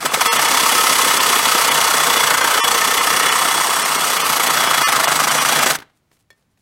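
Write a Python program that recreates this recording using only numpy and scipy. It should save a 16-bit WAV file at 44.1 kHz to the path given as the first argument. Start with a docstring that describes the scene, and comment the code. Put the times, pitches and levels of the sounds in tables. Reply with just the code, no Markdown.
"""Outdoors, a reciprocating saw starts up on a steel pipe held down by a foot on a concrete block.
At about thirty strokes a second its teeth rasp, the drive and shoe clack, and the pipe wall rings.
At moments the noise thins to a few pure tones; now and then the blade squeals, or catches and slams
the shoe on the pipe. It bucks harder as it slows, then stops with a few last ticks.
Small handling rustles and knocks follow, with one clink of the blade on the pipe."""
import sys
import numpy as np
from scipy import signal
from scipy.fft import rfft, irfft
from scipy.io import wavfile
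from scipy.ndimage import uniform_filter1d

SR = 44100
rng = np.random.default_rng(int(sys.argv[2]) if len(sys.argv) > 2 else 0)


def wav_record(signal):
    """Record a signal, one row per channel, as 16-bit PCM in the file named by sys.argv[1]."""
    frames = np.transpose(np.atleast_2d(signal))
    bounded = np.clip(frames, -1, 1)
    # unit amplitude maps onto the largest positive 16-bit level
    quanta = np.round(bounded * 32767).astype(np.int16)
    wavfile.write(sys.argv[1], SR, quanta)


N = 291501
TIME = np.arange(N) / SR
FREE_SPEED, WORKING_SPEED = 29.8, 16.2   # strokes per s: the blade bucks below one, weakens below the other


def from_db(db):
    """Decibels to gain."""
    return 10 ** (np.asarray(db) / 20)


def automation(rows):
    """Each column of a breakpoint curve at every sample."""
    times, *columns = np.transpose(rows)
    return [np.interp(TIME, times, column) for column in columns]


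def levelled(x, window=6000):
    """Ride the running rms toward 1, leaving the single strokes alone."""
    power = np.maximum(uniform_filter1d(x * x, window), 0)
    return x / np.sqrt(power + 0.00089 * np.mean(x * x))


def eq(x, curve, size=8192):
    """Minimum-phase filter that follows an EQ curve."""
    hz, db = np.transpose(curve)
    grid = np.maximum(np.fft.rfftfreq(size, 1 / SR), 1)
    cepstrum = irfft(np.log(from_db(np.interp(np.log(grid), np.log(hz), db))))
    cepstrum[1:size // 2] *= 2
    cepstrum[size // 2 + 1:] = 0
    return signal.fftconvolve(x, irfft(np.exp(rfft(cepstrum))))[:N]


def resonance(x, hz, width_hz):
    """Two-pole band-pass with unity gain at its peak."""
    r = np.exp(-np.pi * width_hz / SR)
    poles = [1, -2 * r * np.cos(2 * np.pi * hz / SR), r * r]
    return signal.lfilter(np.array([1, 0, -1]) * (1 - r * r) / 2, poles, x)


def clicks(times, gains):
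    """One impulse at each time."""
    return np.bincount(np.clip(np.ravel(times) * SR, 0, N - 1).astype(int), np.ravel(gains), N)


def crunch(hits, decay_s):
    """Each hit becomes a dying burst of tiny contacts."""
    envelope = signal.lfilter([1], [1, -np.exp(-1 / (decay_s * SR))], hits + 1e-18)
    return envelope * rng.standard_normal(N)


def wander(per_s):
    """Slow random modulation with a spread of about 1."""
    knots = np.clip(rng.standard_normal(int(TIME[-1] * per_s) + 2), -2, 2)
    return np.interp(TIME * per_s, np.arange(len(knots)), knots) * np.sqrt(3 / 2)


def swell(centre_s, length_s, db):
    """Bell-shaped fade in and out."""
    return from_db(db) * np.exp(-np.minimum(2 * np.abs(TIME - centre_s) / length_s, 10) ** 2)


# Tone of the open air: freq_hz, gain_db
AIR_EQ = [(25, -18), (55, -7), (110, -1.5), (400, -16), (1200, -21), (3000, -27), (6000, -31), (15500, -37)]
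def outdoor_air():
    """A faint, steady bed of low noise."""
    return from_db(-66) * levelled(eq(rng.standard_normal(N), AIR_EQ))


def bite(stroke, speed, accent_db, centre, rise_s, fall_s):
    """Blade pressure: the teeth catch abruptly, pull through the steel, and slide lightly back."""
    offset_s = ((stroke - centre + .5) % 1 - .5) / speed
    pull = np.where(offset_s < 0, np.exp(-(offset_s / rise_s) ** 4), np.exp(-(offset_s / fall_s) ** 2))
    depth_db = accent_db + 1.5 * np.sqrt(np.maximum(FREE_SPEED - speed, 0))   # bucks harder when slow
    return from_db(depth_db * (pull - 1))


# Hits of drive and shoe in each stroke, from mid-cut: offset_strokes, clack_db, thump_db
STROKE_HITS = [(-.39, 5, -8.5), (-.18, -8.5, 1), (-.07, -1.5, -17), (.14, -3.5, -5), (0.329, -0.5, -1.5)]
def contacts(stroke, layer, spread_db, jitter=.02):
    """The same contacts come round in each stroke, never quite alike in time or strength."""
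    offsets, clack_db, thump_db = np.transpose(STROKE_HITS)
    levels_db = {"clack": clack_db, "thump": thump_db}[layer]
    counts = np.arange(int(stroke[-1]) + 1)[:, None]
    chance = rng.standard_normal((len(counts), 2, len(offsets)))
    places = counts + offsets + jitter * chance[:, 0]
    inside = (places > stroke[0]) & (places < stroke[-1])
    return clicks(np.interp(places, stroke, TIME), inside * from_db(levels_db + spread_db * chance[:, 1]))


def scraping(per_s, size_db, judder_hz, judder_db):
    """Tiny catches of uneven size, coming in clumps as the surfaces judder."""
    sizes = from_db(size_db * np.minimum(rng.exponential(1, N), 4)) * rng.choice([-1, 1], N)
    grains = sizes * (rng.random(N) < per_s / SR)
    judder = resonance(rng.standard_normal(N), judder_hz, judder_hz)
    return grains * from_db(judder_db * np.clip(judder / judder.std(), -2, 2))


# Tone of teeth on steel: freq_hz, gain_db
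RASP_EQ = [(400, -36.5), (900, 4), (2000, -1), (2450, 3.5), (2800, 2), (3700, 0.5), (5000, 2), (6200, -1),
           (7300, 0), (8600, 0.5), (10100, -4), (11300, -3.5), (13300, -7.5), (15800, -11.5)]
# The blade's peaks and notches: freq_hz, width_hz, gain_db
BLADE_BANDS = [(3220, 130, -4), (3370, 40, 6), (3700, 220, -3), (3900, 60, 4), (4170, 160, -3),
               (4440, 36, 2.5), (5020, 60, 2), (5300, 170, -7), (5635, 30, 3.5), (5800, 100, -3),
               (6020, 80, 4), (6240, 60, 3), (6720, 60, 3), (7350, 500, -3), (7925, 44, 7), (8080, 100, -4),
               (8850, 80, 2), (9300, 80, 3), (10400, 260, -4), (11000, 90, 3), (11780, 110, 3.5),
               (12380, 160, 3.5)]
def tooth_rasp(grip, scrape, blows):
    """The blows of the drive ride on the scraping teeth, and the blade colours both."""
    rasp = eq(grip * (scrape + from_db(-17) * blows), RASP_EQ)
    for hz, width_hz, db in BLADE_BANDS:
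        rasp = rasp + (from_db(db) - 1) * resonance(rasp, hz, width_hz)
    return levelled(rasp)


# Tone of the clacking drive and shoe: freq_hz, gain_db
CLACK_EQ = [(200, -36), (400, -23), (560, -12.5), (670, -1), (800, -2), (1060, 3), (1270, 5.5), (1450, 1),
            (1700, -4), (2100, -0.5), (2500, -14), (4000, -10), (10000, -54)]
def drive_clatter(pressure, blows):
    """Drive and shoe clack and rattle, hardest on the pull."""
    rattle = levelled(scraping(per_s=9000, size_db=2.5, judder_hz=220, judder_db=3))
    return levelled(eq(pressure * (blows + rattle), CLACK_EQ))


def tooth_strikes(stroke, offset=-.09, scatter=.03, level_db=27, spread_db=1.5):
    """The first tooth of each pull strikes the wall, pushing or pulling it."""
    counts = np.arange(1, int(stroke[-1]))
    timing, force, side = rng.standard_normal((len(counts), 3)).T
    times = np.interp(counts + offset + scatter * timing, stroke, TIME)
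    return clicks(times, np.sign(side) * from_db(level_db + spread_db * force))


# Modes of pipe wall and blade under the teeth: pitch_hz, width_hz, level_db, lag_strokes
PIPE_MODES = [(483, 42, -6, .35), (930, 26, 3, 0), (1075, 45, 2, .05), (1170, 45, -1.5, 0),
              (1285, 32, 5, 0), (1807, 28, .5, .14), (2030, 70, -3.5, .2), (2210, 90, -5.5, .15),
              (2450, 50, -14, .1), (2755, 100, -10, 0), (2965, 100, -4, 0), (3070, 80, -8, 0),
              (3378, 38, 1, -.04), (3440, 60, -8, -.04), (4435, 30, -10, 0), (5150, 50, -13, 0),
              (5630, 28, -5, 0), (6035, 90, -12, 0), (6879, 26, -9.5, 0), (7935, 36, -11, 0),
              (8520, 60, -15, 0), (9270, 60, -17, 0), (10714, 60, -15, 0), (11000, 60, -16, 0),
              (12300, 80, -19, 0)]
def pipe_ring(stroke, pressure, scrape, detune=.002, flare_db=2.4, flares_per_s=9, attack_s=.0005):
    """Struck and rubbed modes flare, fade and bend in pitch as the teeth move round the wall."""
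    ring = 0
    attack = np.exp(-1 / (attack_s * SR))
    for hz, width_hz, db, lag in PIPE_MODES:
        drive = np.interp(stroke - lag, stroke, pressure) * scrape + tooth_strikes(stroke - lag)
        phase = 2 * np.pi * hz * np.cumsum(1 + detune * wander(flares_per_s)) / SR
        carrier = np.exp(1j * phase)
        decay = np.exp(-np.pi * width_hz / SR)
        poles = [1, -decay - attack, decay * attack]
        envelope = signal.lfilter([(1 - decay) * (1 - attack)], poles, drive * carrier.conj())
        ring = ring + from_db(db + flare_db * wander(flares_per_s)) * (carrier * envelope).real
    return levelled(ring)


# Tone of the ram's jolts: freq_hz, gain_db
THUMP_EQ = [(25, -47.5), (55, -27.5), (110, -17.5), (130, -26), (150, -4.5), (190, -6), (260, 1),
            (350, -1.5), (480, 4.5), (700, -4), (1200, -28.5), (4000, -47.5)]
def ram_thump(stroke):
    """The heavy ram jolts the saw, most where it turns round."""
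    jolts = crunch(contacts(stroke, "thump", spread_db=5), decay_s=.0097)
    return levelled(eq(jolts, THUMP_EQ))


# Hum of the saw body: stroke_harmonic, level_db
SHAKE_HARMONICS = [(2, -65), (3, -57), (4, -59), (5, -48.5), (7, -58)]
def body_shake(stroke, speed):
    """The body shakes at multiples of the stroke rate, harder at speed."""
    hum = sum(np.sqrt(2) * from_db(db) * np.sin(2 * np.pi * (harmonic * stroke + rng.random()))
              for harmonic, db in SHAKE_HARMONICS)
    return speed / FREE_SPEED * hum


# Resonances of the shoe on the pipe: pitch_hz, width_hz, level_db
SHOE_MODES = [(152.8, 6, 6), (233, 140, -5.5), (658, 82, 1), (769, 68, 2), (1567, 270, 1)]
def shoe_rub(pressure, low_cut_hz=125):
    """The shoe rubs on the pipe all through the stroke; it is too small to radiate deep bass."""
    highpass = signal.butter(4, low_cut_hz, "high", fs=SR, output="sos")
    rub = signal.sosfilt(highpass, pressure ** 1.1 * rng.standard_normal(N))
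    return levelled(sum(from_db(db) * resonance(rub, hz, width_hz) for hz, width_hz, db in SHOE_MODES))


def motor_gate(release_s, fall_db_per_s, start_s=.0045):
    """Opens as the motor starts, holds, and dies away after the release."""
    return (TIME > start_s) * from_db(-fall_db_per_s * np.clip(TIME - release_s, 0, .5))


# Motor speed, sagging as the blade binds: time_s, strokes_per_s
MOTOR_SPEED = [(0.0, 8.3), (0.19, 14.38), (0.33, 32.75), (0.89, 34.26), (0.99, 32.95), (1.71, 30.35),
               (1.99, 31.51), (2.33, 28.09), (2.48, 30.73), (2.66, 28.77), (2.83, 30.91), (4.04, 32.62),
               (4.41, 28.65), (4.61, 29.73), (5.18, 24.2), (5.33, 28.3), (5.65, 28.95), (5.8, 13.09)]
# Fader moves through the cut: time_s, clatter_db, rasp_db, shoe_db, ring_db, pull_accent_db
CUT_MIX = [(.3, -19.5, -18, -29, -20.5, 6.5), (.85, -20.5, -16, -45.5, -19, 5.5),
           (1.8, -18, -17, -30, -21.5, 6), (2.3, -19, -18.5, -35, -20.5, 6),
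           (2.85, -21, -19, -34.5, -19, 7.5), (3.3, -19, -19.5, -44, -20.5, 5),
           (3.75, -20.5, -21, -43.5, -24, 4.5), (4.1, -21.5, -19.5, -37.5, -26, 4.5),
           (4.45, -19.5, -19, -27.5, -25.5, 5), (4.85, -16, -19.5, -28, -30, 6),
           (5.35, -19.5, -19, -26, -31, 3.5), (5.7, -19.5, -16.5, -21.5, -31, 5)]
def saw():
    """The layers of the cut, all locked to the stroke."""
    speed, = automation(MOTOR_SPEED)
    clatter_db, rasp_db, shoe_db, ring_db, accent_db = automation(CUT_MIX)
    stroke = np.cumsum(speed) / SR + .4   # position, counted in strokes
    slow_octaves = np.maximum(np.log2(WORKING_SPEED / speed), 0)
    pressure = bite(stroke, speed, accent_db, centre=-.06, rise_s=.006, fall_s=.0095)
    # the teeth rasp a little longer than the full pull
    grip = bite(stroke, speed, accent_db, centre=-.05, rise_s=.008, fall_s=.0095) ** .9
    blows = levelled(crunch(contacts(stroke, "clack", spread_db=1.5), decay_s=.0031))
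    scrape = levelled(scraping(per_s=16000, size_db=1.5, judder_hz=377, judder_db=3.5))
    rasp = from_db(rasp_db - 9 * slow_octaves) * tooth_rasp(grip, scrape, blows)
    clatter = from_db(clatter_db - 8.5 * slow_octaves) * drive_clatter(pressure, blows)
    ring = from_db(ring_db - 14 * slow_octaves) * pipe_ring(stroke, pressure ** 1.55, scrape)
    thump = from_db(-31 + .94 * (rasp_db - rasp_db.mean()) - 2 * slow_octaves) * ram_thump(stroke)
    steadied_db = .21 * (shoe_db - shoe_db.mean())   # the shoe steadies the body
    shake = from_db(-4 - steadied_db) * body_shake(stroke, speed)
    shoe = from_db(shoe_db) * shoe_rub(pressure)
    # the trigger is let go and the drive runs down; the teeth stop biting a moment later
    running = motor_gate(release_s=5.715, fall_db_per_s=255)
    biting = motor_gate(release_s=5.764, fall_db_per_s=1000)
    cutting = biting * (rasp + squeals(stroke, pressure))
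    return running * (clatter + ring + cutting + thump + shoe + shake)


# Tone of the yard's echo: freq_hz, gain_db
YARD_EQ = [(60, -13), (300, -17), (1000, -30), (3000, -24), (5000, -33), (15000, -53.5)]
def yard_echo(x, t60_s=.36, predelay_s=.018):
    """A faint, dull scatter from ground and walls."""
    t = TIME[:SR]
    tail = rng.standard_normal(SR) * from_db(-60 * t / t60_s) * (t > predelay_s)
    return eq(signal.fftconvolve(x, tail / np.linalg.norm(tail))[:N], YARD_EQ)


# Brief thinnings of the noise: centre_s, length_s, depth_db, duck_above_hz, lowest_tone_hz, tone_db
TONAL_DIPS = [(0.101, 0.022, 13, 3996, 2400, -33), (0.3, 0.024, 36, 40, 450, -22),
              (0.382, 0.015, 16, 3800, 1600, -24), (.475, .016, 12, 3600, 2000, -24),
              (1.195, .017, 15, 3500, 2900, -26), (1.704, 0.02, 11, 2090, 1600, -24),
              (2.425, 0.02, 12, 2000, 900, -24), (2.621, 0.024, 38, 40, 850, -21.5),
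              (3.008, 0.018, 12, 3000, 2000, -23.5), (3.22, 0.015, 6, 3200, 2500, -26),
              (3.303, 0.017, 12, 2500, 1700, -24), (3.84, .018, 16, 2500, 2200, -24),
              (3.979, .017, 12, 1800, 1800, -26), (4.19, .017, 17, 2300, 1700, -26.5),
              (4.234, 0.018, 18, 1400, 1400, -26.5), (4.491, .015, 10, 3500, 3000, -25),
              (4.68, 0.018, 10, 3000, 2200, -23.5), (4.854, 0.023, 38, 40, 850, -19.5),
              (4.912, 0.017, 8, 3500, 2500, -25), (5.069, 0.016, 16, 3600, 2600, -27),
              (5.303, 0.016, 8, 3000, 2000, -25), (5.394, 0.017, 11, 2200, 1800, -23),
              (5.603, .016, 12, 3000, 1800, -25.5)]
def tonal_dips(x, detune=.03, spread_db=4.5, tone_share=.85, fall_db_per_octave=3.8, tone_stretch=2.1):
    """In each dip the noise ducks and a new handful of pure tones sounds near the pipe's modes."""
    out = x.copy()
    mode_hz = np.array(PIPE_MODES)[:, :1]
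    for centre_s, length_s, depth_db, duck_above_hz, lowest_hz, tone_db in TONAL_DIPS:
        span = np.abs(TIME - centre_s) < .1
        t = TIME[span] - centre_s
        highpass = signal.butter(3, duck_above_hz, "high", fs=SR, output="sos")
        upper_band = signal.sosfiltfilt(highpass, out[span])
        duck = 1 - from_db(-depth_db * np.exp(-(2 * t / length_s) ** 2))
        bend, level, phase = rng.uniform(-1.13, 1, (3, len(PIPE_MODES), 1))
        hz = mode_hz * (1 + detune * bend)
        sounding = (hz > lowest_hz) & (rng.random(hz.shape) < tone_share)
        rolloff_db = fall_db_per_octave * np.abs(np.log2(hz / 1100))
        gains = sounding * from_db(tone_db + spread_db * level - rolloff_db)
        tones = np.sum(gains * np.sin(2 * np.pi * hz * t + np.pi * phase), axis=0)
        fade = np.exp(-(2 * t / (tone_stretch * length_s)) ** 4)
        out[span] += tones * fade - duck * upper_band
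    return out


# Blade singing in the cut: centre_s, length_s, level_db, pitch_hz, width_hz, lag_strokes
SQUEAL_CUES = [(.85, 0.5, -28.5, 10800, 700, -.05), (1.799, 0.36, -36, 1800, 110, .12),
               (2.148, 0.22, -24.5, 3420, 70, -0.014), (2.429, 0.5, -22.5, 1550, 200, 0.037),
               (3.25, 0.3, -22, 1840, 130, 0.081), (3.601, 1.5, -27.5, 8460, 600, -0.015),
               (3.3, 1.2, -34, 5590, 30, 0), (4.35, 0.63, -30, 11600, 550, -0.0049),
               (4.7, 0.36, -24, 3360, 40, -0.016), (5.1, 0.95, -34, 8040, 70, 0),
               (5.38, 0.41, -28.5, 5840, 120, 0.019), (5.501, 0.67, -31.5, 1866, 130, 0.082),
               (5.56, 0.21, -28.5, 3330, 50, 0)]
def squeals(stroke, pressure):
    """Blade and cut edges catch and sing: narrow resonances, each rubbed once a stroke."""
    friction = rng.standard_normal(N)
    out = 0
    for centre_s, length_s, db, hz, width_hz, lag in SQUEAL_CUES:
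        rub = np.interp(stroke - lag, stroke, pressure) * friction
        out = out + swell(centre_s, length_s, db) * levelled(resonance(rub, hz, width_hz))
    return out


def sticking(length_s=.011, drop_db=6.5):
    """Gain that hushes the saw as the blade sticks just before each slam."""
    hush = sum(swell(start_s - length_s / 2, length_s, 0) for start_s, _ in SLAM_CUES)
    return from_db(-drop_db * hush)


# Hard blows of the shoe: start_s, level_db
SLAM_CUES = [(1.429, -5), (2.372, -6), (2.412, -4), (4.397, -2), (5.073, 0.5), (5.271, -3), (5.45, -2.5),
             (5.661, -1.5)]
# Tone of a slam: freq_hz, gain_db
SLAM_EQ = [(100, -16), (400, -5), (750, 4), (1250, 10), (2200, -10), (5000, -14.5), (15000, -22.5)]
def slams():
    """The blade catches and the shoe slams on the pipe."""
    times, db = np.transpose(SLAM_CUES)
    return eq(crunch(clicks(times, from_db(db)), decay_s=.0028), SLAM_EQ)


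# Ticks and knocks of the tool: start_s, level_db
KNOCK_CUES = [(5.787, -14), (5.802, -19), (5.822, -24), (6.115, -36), (6.129, -44), (6.169, -42),
              (6.209, -52), (6.305, -35), (6.312, -42), (6.328, -41), (6.379, -49), (6.424, -48),
              (6.574, -43.5)]
# Tone of a knock: freq_hz, gain_db
KNOCK_EQ = [(100, -9), (400, -3), (1100, -8), (2200, -9), (4000, -13), (9000, -21), (15000, -25)]
def knocks():
    """The drive gives its last ticks, then the tool knocks lightly as it is handled."""
    times, db = np.transpose(KNOCK_CUES)
    return eq(crunch(clicks(times, from_db(db)), decay_s=.0051), KNOCK_EQ)


# Handling rustles: centre_s, length_s, level_db
RUSTLE_CUES = [(5.97, 0.046, -68), (6.14, 0.054, -62), (6.205, .045, -66), (6.39, .08, -71),
               (6.52, .04, -73.5), (6.6, 0.044, -68)]
# Tone of grit: freq_hz, gain_db
GRIT_EQ = [(200, -5), (1500, -3), (4000, -4), (9000, -2), (15000, -11)]
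def rustles():
    """Handling makes faint swells of gritty scraping."""
    grit = scraping(per_s=5600, size_db=5, judder_hz=151.6, judder_db=2)
    return sum(swell(*cue) for cue in RUSTLE_CUES) * levelled(eq(grit, GRIT_EQ))


# Touches of blade on pipe: start_s, level_db
CLINK_CUES = [(6.304, -36), (6.328, -61)]
# Ring of the clink: pitch_hz, level_db, t60_s
CLINK_MODES = [(1812, 1, .13), (1850, -8, .05), (2256, -4, 0.07), (3375, -4, 0.08), (4300, -7, .08),
               (5114, -19, .14), (5453, -14, .08), (6342, -16, .06), (7430, -17, .055), (9550, -20, .04)]
def clink():
    """The blade touches the pipe: a gritty tick and a short, bright ring."""
    times, db = np.transpose(CLINK_CUES)
    touches = clicks(times, from_db(db))
    t = TIME[:SR // 2]
    ring = sum(from_db(level_db - 60 * t / t60_s) * np.sin(2 * np.pi * hz * t)
               for hz, level_db, t60_s in CLINK_MODES)
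    tick = eq(crunch(touches, decay_s=.004), GRIT_EQ)
    return from_db(-9) * signal.fftconvolve(touches, ring)[:N] + from_db(-6) * tick


def scene():
    """Saw and handling close by, in still outdoor air."""
    close = rustles() + sticking() * saw() + slams() + knocks() + clink()
    return (outdoor_air() + tonal_dips(close + yard_echo(close)))[None]


def record(dry):
    """Soft-clip the highest peaks and cut the extreme treble."""
    ceiling, knee, cutoff_hz = .72, 6, 15800
    rounded = dry / (1 + np.abs(dry / ceiling) ** knee) ** (1 / knee)
    return signal.sosfilt(signal.ellip(12, .1, 100, cutoff_hz, fs=SR, output="sos"), rounded)


dry = scene()
out = record(dry)
wav_record(out)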